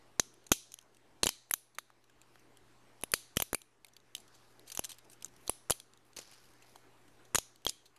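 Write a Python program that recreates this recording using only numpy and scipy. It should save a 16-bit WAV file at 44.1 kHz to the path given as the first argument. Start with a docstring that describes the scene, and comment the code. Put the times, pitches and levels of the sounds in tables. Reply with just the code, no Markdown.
"""A sharp plastic snap over faint air hiss and a 120 Hz mains hum, then more snaps, ticks and grainy rubbing:
side cutters snip, crack and scrape supports off a small printed part, close to a camera microphone.
Each snap is a flurry of random fractures ringing modes of the part and jolting the hand; ticks are lighter.
Rubbing is shaped noise; a short bright room tail answers snaps and ticks, and the gain control sinks after
loud snaps."""
import sys
import numpy as np
from scipy import signal
from scipy.fft import rfft, irfft
from scipy.io import wavfile
from scipy.ndimage import uniform_filter1d

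SR = 44100
rng = np.random.default_rng(int(sys.argv[2]) if len(sys.argv) > 2 else 0)


def inscribe(sig):
    """Save sig as 16-bit PCM at rate SR to the path in sys.argv[1].

    A 1-D sig is mono; a 2-D sig holds one channel per row.
    Samples are clipped to [-1, 1] before scaling.
    """
    pcm = np.round(np.clip(np.atleast_2d(sig).T, -1, 1) * 32767)
    wavfile.write(sys.argv[1], SR, pcm.astype(np.int16))


N = 351918


def gain_of(db):
    """Decibels to amplitude."""
    return 10 ** (np.asarray(db) / 20)


def evened(x):
    """Scales to rms 1."""
    return x / np.sqrt(np.mean(abs(x) ** 2) + 1e-20)


def read(points, hz):
    """Interpolates a spectrum on a log-frequency axis."""
    point_hz, value = np.transpose(points)
    return np.interp(np.log(hz + 1), np.log(point_hz + 1), value)


def add(mix, start_s, sound):
    """Mixes a sound in at start_s."""
    part = mix[round(start_s * SR):][:len(sound)]
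    part += sound[:len(part)]


def mode(hz, centre_hz, width_hz):
    """Complex response of a damped resonance, 1 at its peak."""
    damping = 1j * hz * width_hz
    return damping / (centre_hz ** 2 - hz ** 2 + damping)


def noise(colour, patchy_db):
    """Coloured noise of rms 1 from random short-time spectra with drifting patches."""
    real, imag, patches = rng.standard_normal((N // 256 + 5, 513, 3)).T
    patches = uniform_filter1d(patches, size=14, axis=0)
    patches = evened(uniform_filter1d(patches, size=12, axis=1))
    colour_db = read(colour, np.fft.rfftfreq(1024, 1 / SR))[:, None]
    spectra = (real + 1j * imag) * gain_of(colour_db + patchy_db * patches)
    return evened(signal.istft(spectra, nperseg=1024, noverlap=768)[1][:N])


# room air and microphone hiss spectrum: pitch_hz, relative density_db (per Hz)
AIR_COLOUR = [(12, -33.5), (20, 0), (30, -1.5), (60, -13.5), (119, -17.5), (140, -13), (165, -12),
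              (365, -3.5), (508, -11), (725, -9.5), (1610, -13.5), (2490, -18), (10600, -28.5),
              (14000, -35.5)]
AIR_DB, HUM_DB, HUM_HZ, HUM_WAVER_DB = -65.5, -75, 120, 0.57  # rms levels


def background():
    """Steady coloured noise plus a mains sine whose level wavers slowly."""
    waver = evened(uniform_filter1d(rng.standard_normal(N), size=9000))
    hum_gain = np.sqrt(2) * gain_of(HUM_DB + HUM_WAVER_DB * waver)
    hum = hum_gain * np.sin(2 * np.pi * HUM_HZ * np.arange(N) / SR)
    return gain_of(AIR_DB) * noise(AIR_COLOUR, patchy_db=2.0) + hum


# time for the tail to fall 60 dB: pitch_hz, decay_s
ROOM_DECAY = [(300, .14), (1500, .21), (2800, 0.45), (6000, 0.56), (10000, 0.38), (14000, 0.12)]
# spectrum of the tail: pitch_hz, relative level_db
ROOM_TAIL_COLOUR = [(500, -28), (2300, 1), (2900, -5.5), (4500, -2.5), (6000, -4), (8500, -6), (11000, 2),
                    (14000, -6)]


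def room(x):
    """Sparse taps of random sign, each band dying at its own speed; three tails crossfade in turn."""
    out = np.zeros(N)
    turn = np.arange(N) / SR * 1.7
    for k in range(3):
        taps = np.zeros(SR // 2)
        at = np.arange(300, len(taps) - 12, 12)
        taps[at + rng.integers(0, 12, len(at))] = rng.choice([-1., 1.], len(at))
        hz, t_s, spectra = signal.stft(taps, SR, nperseg=256)
        decay_db = 60 * t_s / read(ROOM_DECAY, hz)[:, None]
        spectra = spectra * gain_of(read(ROOM_TAIL_COLOUR, hz)[:, None] - decay_db)
        tail = signal.istft(spectra, SR, nperseg=256)[1]
        window = np.sqrt(2 / 3) * np.cos(np.pi * (turn + k / 3))  # the three powers sum to 1
        out += signal.oaconvolve(x * window, tail / np.linalg.norm(tail))[:N]
    return out


# strokes of fingers, jaws and loose scrap, each a list of breakpoints: time_s, level_db, treble_db
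STROKES = [
    [(2.2, -82, -9), (2.356, -71, -3), (2.5, -97, -6)],
    [(4.2, -89, -3), (4.34, -63.5, -21), (4.5, -72, -3), (4.684, -82, -6), (4.828, -78, -3),
     (4.92, -67, -10), (5.04, -99, -9), (5.12, -63, 0), (5.2, -92, -3), (5.47, -69.5, 6)],
    [(6.05, -72, 5), (6.158, -78, -1), (6.172, -44, -9), (6.27, -58, -16), (6.335, -56.5, -20),
     (6.45, -65.5, -3), (6.592, -70.5, -12), (6.714, -65, -5), (6.864, -84, 0), (7.3, -86.5, 8.5)],
]
# spectrum of the rubbing hiss: pitch_hz, relative level_db
RUB_HISS_COLOUR = [(300, -3), (1000, -1.5), (3000, -4), (5000, 3.5), (8000, -4), (11000, 4), (14000, -4)]
RUB_SPLIT_HZ, GRAIN_DB = 7500, 3.3  # treble starts here; rms swing of the grain


def rubbing():
    """Grainy hiss of skin, steel and scrap sliding on ribbed plastic."""
    level, treble_db, t_s = np.zeros(N), np.zeros(N), np.arange(N) / SR
    for stroke in STROKES:
        time_s, level_db, top_db = np.transpose(stroke)
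        level += gain_of(np.interp(t_s, time_s, level_db, -130, -130))
        treble_db += np.interp(t_s, time_s, top_db, 0, 0)
    grain_db = GRAIN_DB * evened(uniform_filter1d(rng.standard_normal(N), size=90))
    hiss = evened(gain_of(grain_db) * noise(RUB_HISS_COLOUR, patchy_db=.7))
    lowpass = signal.butter(2, RUB_SPLIT_HZ, fs=SR, output="sos")
    dull = signal.sosfiltfilt(lowpass, hiss)
    treble = gain_of(treble_db) * (hiss - dull)
    return uniform_filter1d(level, size=300) * (dull + treble)


FAINT_PER_S, FAINT_DB, FAINT_MS, FAINT_RING_HZ = 7, (-69, -62), (2.5, 9), (2300, 6500)  # ranges


def faint_ticks():
    """Stray ticks scattered evenly at random through each rubbing stroke."""
    rows = []
    for stroke in STROKES:
        span_s = (stroke[0][0], stroke[-1][0])
        low, high = np.transpose([span_s, FAINT_DB, FAINT_MS, FAINT_RING_HZ])
        count = int(FAINT_PER_S * (high[0] - low[0]) + .5)
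        rows += list(low + (high - low) * rng.random((count, 4)))
    return rows


# jaw tips and fingers ticking over the ribs: start_s, level_db, length_ms, ring_hz
RIB_TICKS = [(0.3396, -57.5, 3, 10600), (0.4411, -63, 2.5, 10500), (0.4657, -48.5, 5.7, 6240),
             (0.4914, -60.5, 4.4, 6090), (0.7186, -43.5, 3, 6300), (0.7236, -59, 11, 6490),
             (0.788, -39, 1.34, 6140), (0.8122, -56, 3.4, 5370), (0.8256, -58, 2, 6400),
             (0.946, -59.5, 3.6, 5900), (0.9682, -55.5, 2.6, 2700), (1.497, -50, 1.3, 11320),
             (1.748, -54, 7.1, 3950), (2.0405, -59, 2.7, 2860), (2.0962, -60.5, 5.7, 1580),
             (2.215, -51.5, 2.4, 2440), (2.571, -55.5, 2.9, 11350), (3.0116, -53, 2.4, 10570),
             (3.0208, -54.5, 3.7, 8850), (3.3612, -41.5, 3.6, 10900), (3.6167, -42, 2.1, 3800),
             (3.846, -41, 2.8, 2210), (3.8664, -53, 2.7, 12500), (3.8828, -56, 5.2, 3450),
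             (3.9344, -55, 3.6, 5840), (3.9652, -46.5, 3.9, 4500), (4.0011, -59, 2.2, 3800),
             (4.1642, -48, 4.5, 10600), (4.1795, -50, 3.8, 3150), (4.2006, -56, 5.6, 10700),
             (4.2776, -61.5, 6, 3500), (4.3442, -63, 19, 4400), (4.5947, -51.5, 1.4, 4190),
             (4.6741, -55.5, 23, 3100), (4.7, -46, 5.1, 4570), (4.717, -43, 9.5, 6700),
             (4.8388, -43, 5.2, 3960), (4.8441, -36, 3.3, 7400), (4.8908, -48, 14, 7500),
             (4.9033, -48, 9, 3000), (4.9163, -45, 6.7, 7600), (4.9266, -53.5, 5.5, 7500),
             (4.9416, -62, 8.4, 2850), (4.9841, -52.5, 2.7, 13300), (4.989, -56.5, 3.3, 4100),
             (5.0975, -57, 6.8, 8000), (5.1147, -60, 13, 11500), (5.1296, -56.5, 8.4, 7850),
             (5.2231, -46.5, 4.6, 7000), (5.2565, -53.5, 9, 7160), (5.363, -60.5, 4.7, 7000),
             (5.468, -58, 13, 10790), (5.4776, -36.5, 2.9, 4200), (5.7172, -33, 3.1, 3200),
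             (5.8, -39.5, 2.05, 3430), (5.9358, -47, 0.73, 4750), (5.974, -53.5, 1.8, 3760),
             (6.1323, -54, 1.4, 4470), (6.1643, -43, 3, 4270), (6.2138, -57, 11, 5300),
             (6.311, -58, 9.8, 2380), (6.3313, -60, 18, 2920), (6.621, -61, 11, 2540),
             (7.5592, -51.5, 1.8, 4220), (7.619, -63, 3, 2480), (7.855, -55.5, 16.5, 4130),
             (7.9615, -59.5, 10.5, 2980)]
TICK_RING_DB, TICK_JOLT_DB, TICK_BODY_DB, TICK_ROOM_DB = -5, -34, -15.5, -25.5
DULL_DB, BRIGHT_DB = -5.5, -2.5  # top modes of ticks ringing below or above TOP_HZ
TICK_KNOCK_HZ = (587, 2020)


def ticks():
    """Ticks are snaps with a very weak jolt; the knock pitch falls anywhere on the wall."""
    rows = []
    low_hz, high_hz = TICK_KNOCK_HZ
    for start_s, level_db, length_ms, ring_hz in RIB_TICKS + faint_ticks():
        top_db = BRIGHT_DB if ring_hz > TOP_HZ else DULL_DB
        knock_hz = low_hz * (high_hz / low_hz) ** rng.random()
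        rows.append((start_s, level_db, length_ms, ring_hz, TICK_RING_DB, top_db, TICK_JOLT_DB,
                     TICK_BODY_DB, knock_hz, TICK_ROOM_DB))
    return rows


# modes of the part's shell: pitch_hz, width_hz, level_db
SHELL_MODES = [(2500, 700, -9), (3170, 550, -2), (4050, 700, -3), (4930, 700, -5), (6120, 600, -2),
               (7330, 700, -3), (8250, 900, -4), (9300, 1000, -1), (10500, 1000, 0), (11500, 1000, -1),
               (12800, 1300, -5)]
TOP_HZ, SPREAD_DB, CRACK_DB = 8600, 3, 3  # top modes start; random spread of modes and of crack sizes
RISE, FALL, FALL_BEND = .17, 0.55, 1.3  # flurry rise and fall per length; abruptness of the end
SHARDS, SHARDS_FALL = .25, 1.2  # share of loose shards; their fall per length
RING_DAMPING, FAR_STRUT_DB = .085, -6  # ring width per pitch; strut level as the room hears it
BODY_HZ, KNOCK_WIDTH_HZ, KNOCK_DB = (660, 2390), 400, -1
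GRIP_HZ, GRIP_WIDTH_HZ, JOLT_MS = 413.7, 826, 0.81
THUD_OVER_JOLT_DB, PUSH_OVER_JOLT_DB = 5.0, -1.0
SNAP_LEN = 4096  # samples


def snap(row):
    """Fractures crowd into a few ms, then die; they ring the modes and the body and push the hand."""
    start_s, level_db, length_ms, ring_hz, ring_db, top_db, jolt_db, body_db, knock_hz, room_db = row
    blows, size_chance, mode_chance = rng.standard_normal((3, SNAP_LEN))
    t_ms, hz = np.arange(SNAP_LEN) * 1000 / SR, np.fft.rfftfreq(SNAP_LEN, 1 / SR)

    rise = 1 - np.exp(-t_ms / (RISE * length_ms))
    run = rise * np.exp(-(t_ms / (FALL * length_ms)) ** FALL_BEND)
    shards = SHARDS * np.exp(-t_ms / (SHARDS_FALL * length_ms)) * (1 - np.exp(-t_ms / length_ms))
    sizes = blows * gain_of(CRACK_DB * size_chance)
    cracks = rfft((run + shards) * sizes)
    heavy = rfft(run ** 2 * sizes)  # shorter; shards are too light to move the body

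    modes = []
    for k, (mode_hz, width_hz, mode_db) in enumerate(SHELL_MODES):
        mode_gain = gain_of(mode_db + top_db * (mode_hz > TOP_HZ))
        modes.append((-1) ** k * mode_gain * mode(hz, mode_hz, width_hz))
    modes = np.array(modes)
    shell = evened(gain_of(SPREAD_DB * mode_chance[:len(modes)]) @ modes)
    strut = evened(mode(hz, ring_hz, RING_DAMPING * ring_hz))
    bandpass = signal.butter(2, BODY_HZ, "bandpass", fs=SR)
    body = evened(signal.freqz(*bandpass, hz, fs=SR)[1])
    body = body + gain_of(KNOCK_DB) * evened(mode(hz, knock_hz, KNOCK_WIDTH_HZ))  # wall near the jaws
    grip = mode(hz, GRIP_HZ, GRIP_WIDTH_HZ) ** 2  # the part thuds in the fingers

    ringing = evened(irfft(cracks * (shell + gain_of(ring_db) * strut)))
    knocking = gain_of(body_db) * evened(irfft(heavy * body))
    thud = gain_of(jolt_db + THUD_OVER_JOLT_DB) * evened(irfft(heavy * grip))
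    u = t_ms / JOLT_MS
    push = gain_of(jolt_db + PUSH_OVER_JOLT_DB) * np.sign(mode_chance[-1]) * evened(u * np.exp(-u))
    direct = ringing + knocking + thud + push

    far_strut = gain_of(FAR_STRUT_DB + ring_db) * strut
    far = evened(irfft(evened(modes.sum(0)) + far_strut))  # all directions blended
    scale = gain_of(level_db) * np.sqrt(length_ms * SR / 1000 / SNAP_LEN)  # energy grows with length
    return start_s, scale * direct, scale * gain_of(room_db) * far


# struts breaking and jaws knocking the wall; levels after level_db are relative: start_s, level_db,
# length_ms, ring_hz (strut), ring_db, top_db (top modes), jolt_db, body_db, knock_hz,
# room_db (past the hands into the room)
SNAP_ROWS = [(0.1961, -17, 3.18, 6070, -2.5, -6, -16.5, -8.5, 555, -27.5),
             (0.516, -17, 9.2, 6200, -10, -3, -8.5, -7.5, 1350, -19.5),
             (0.5331, -34, 4.7, 6060, -4.5, -7.5, -30.5, -18, 1280, -28),
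             (0.7403, -33, 1.9, 6400, -2, -1, -30, -20.5, 1060, -26),
             (1.2317, -19, 3.86, 4010, 0, -16.5, -14.5, -7, 850, -15.5),
             (1.2405, -26, 2.0, 11260, -3, 0, -14, -10, 870, -30),
             (1.2587, -28, 2.4, 10590, -3, 4, -9, -9, 550, -30),
             (1.2679, -19.5, 3.4, 3060, 3, -5, -16, -9, 1070, -18.5),
             (1.29, -22.5, 2.75, 3070, -4.5, -6.5, -26, -7, 1320, -31),
             (1.5099, -19.5, 3.7, 10950, 13, -21, -22, -6.5, 1030, -23),
             (1.5373, -14, 2.9, 12230, -3.5, 4, -28.5, -10.5, 1620, -26),
             (1.7842, -32, 5.4, 3730, -1.5, -3.5, -38, 3.5, 1250, -22.5),
             (1.9021, -64, 4.3, 4000, 8, -6, -33, 13, 995, -17),
             (2.356, -69.5, 3.5, 6470, -3, -10, -30, 15, 1030, -18),
             (3.0356, -29.5, 2.96, 11160, -1, 2.5, -12.5, -9, 640, -30),
             (3.118, -33, 2, 10010, -2, 5.5, -37, -36.5, 850, -19.5),
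             (3.1368, -22, 4.5, 4480, -6.5, -1.5, -15, -3, 648, -17.5),
             (3.3694, -21, 3.3, 7230, 0, -1, -7.5, -6, 933, -18.5),
             (3.4, -26.5, 3.6, 6140, -15, -2.5, -10, -10.5, 550, -31),
             (3.4213, -21.5, 4, 12740, -1, -1.5, -15, -10, 1060, -22.5),
             (3.5304, -24.5, 1.9, 11000, 4, -7, -2, -17, 550, -26),
             (3.5459, -19.5, 2.95, 2395, -3.5, 9, -19, -8, 570, -25.5),
             (4.1496, -31, 3.6, 3840, -11.5, -3.5, -28, -19.5, 2000, -22),
             (4.7491, -40, 4.4, 11030, -3, -6, -26, -16, 2010, -10.5),
             (4.774, -28, 1.2, 6600, -19, -3, -30, -11, 2070, -36),
             (4.7925, -26.5, 2.24, 11240, -0.5, 1, -10, -17, 543, -28),
             (4.8489, -38, 6.1, 7220, -1, -1, -39, -18, 1150, -27),
             (5.2459, -31.5, 1.7, 7200, 27, 6, -35, -19, 1460, -35),
             (5.4951, -24, 2.93, 9770, 5, -2, -11.5, -12, 626, -20),
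             (5.6985, -25, 2.2, 7180, 17.5, -17.5, -21, -4, 600, -39),
             (5.7051, -20.5, 5.04, 6200, -21.5, 2.5, -11.5, -10, 1050, -23),
             (5.7201, -28.5, 2.4, 3180, 2, -14, -30, -17, 826, -25),
             (6.1679, -37, 2.7, 4400, -3, -16, -17.5, -17, 1240, -24),
             (6.1871, -40, 6.6, 6840, 1, -12, -19, -6, 546, -21),
             (6.7579, -55, 4.4, 3120, 2.5, -6, -30, 4.5, 774, -10),
             (7.3465, -24, 4.25, 7380, 5.5, -0.5, -13.5, -8, 705, -33),
             (7.355, -23, 5.7, 6660, 0.5, -2.5, -17.5, -4, 1210, -18),
             (7.3841, -23.5, 2.55, 6800, -3, -5, -11.5, -36, 720, -29.5),
             (7.65, -32, 3.4, 11970, -1, -6, -19.5, -26, 796, -34.5),
             (7.6657, -18, 2.52, 3210, 8.5, -3.5, -12, -10, 920, -22),
             (7.6784, -32, 3.4, 5670, 5, -17, -25, -27, 1940, -30),
             (7.6892, -32, 3.7, 4600, 8, -15, -21, -25, 2000, -30),
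             (7.6934, -26.5, 5.7, 5050, -1.5, -6, -31, -22.5, 2100, -23)]
WALLS_DB = -0.5  # how much the walls return


def scene():
    """Snaps, ticks and rubbing close by, snaps and ticks also in the room, over the background."""
    air = background()
    near, escaped = rubbing(), np.zeros(N)
    for row in SNAP_ROWS + ticks():
        start_s, direct, far = snap(row)
        add(near, start_s, direct)
        add(escaped, start_s, far)
    return (near + gain_of(WALLS_DB) * room(escaped) + air)[None]


THRESHOLD_DB, MAX_DUCK_DB, LAG_S = -35.5, 9.4, .138
OFFSET, CEILING, EDGE_HZ = -.00055, .6, 14000  # input's resting offset before ducking; saturation; band limit


def record(dry):
    """A sluggish gain control sinks after loud snaps and creeps back; peaks saturate; then the band limit."""
    hop = SR // 100
    power_db = 10 * np.log10(uniform_filter1d(dry[0] ** 2, size=hop)[::hop] + 1e-12)
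    excess_db = np.clip(power_db - THRESHOLD_DB, 0, None)
    excess_db[0] += 6  # an extra dip near the start
    lag = np.exp(-.01 / LAG_S)
    for _ in range(3):  # three lags in a row: the dip is deepest about a quarter second late
        excess_db = signal.lfilter([1 - lag], [1, -lag], excess_db)
    duck_db = MAX_DUCK_DB * np.tanh(excess_db)
    duck_db = np.interp(np.arange(N) / hop, np.arange(len(duck_db)), duck_db)
    ducked = (dry + OFFSET) / gain_of(duck_db)
    saturated = CEILING * np.tanh(ducked / CEILING)
    lowpass = signal.firwin(101, EDGE_HZ, window=("kaiser", 9), fs=SR)
    return signal.oaconvolve(saturated, lowpass[None], "same")


dry = scene()
out = record(dry)
inscribe(out)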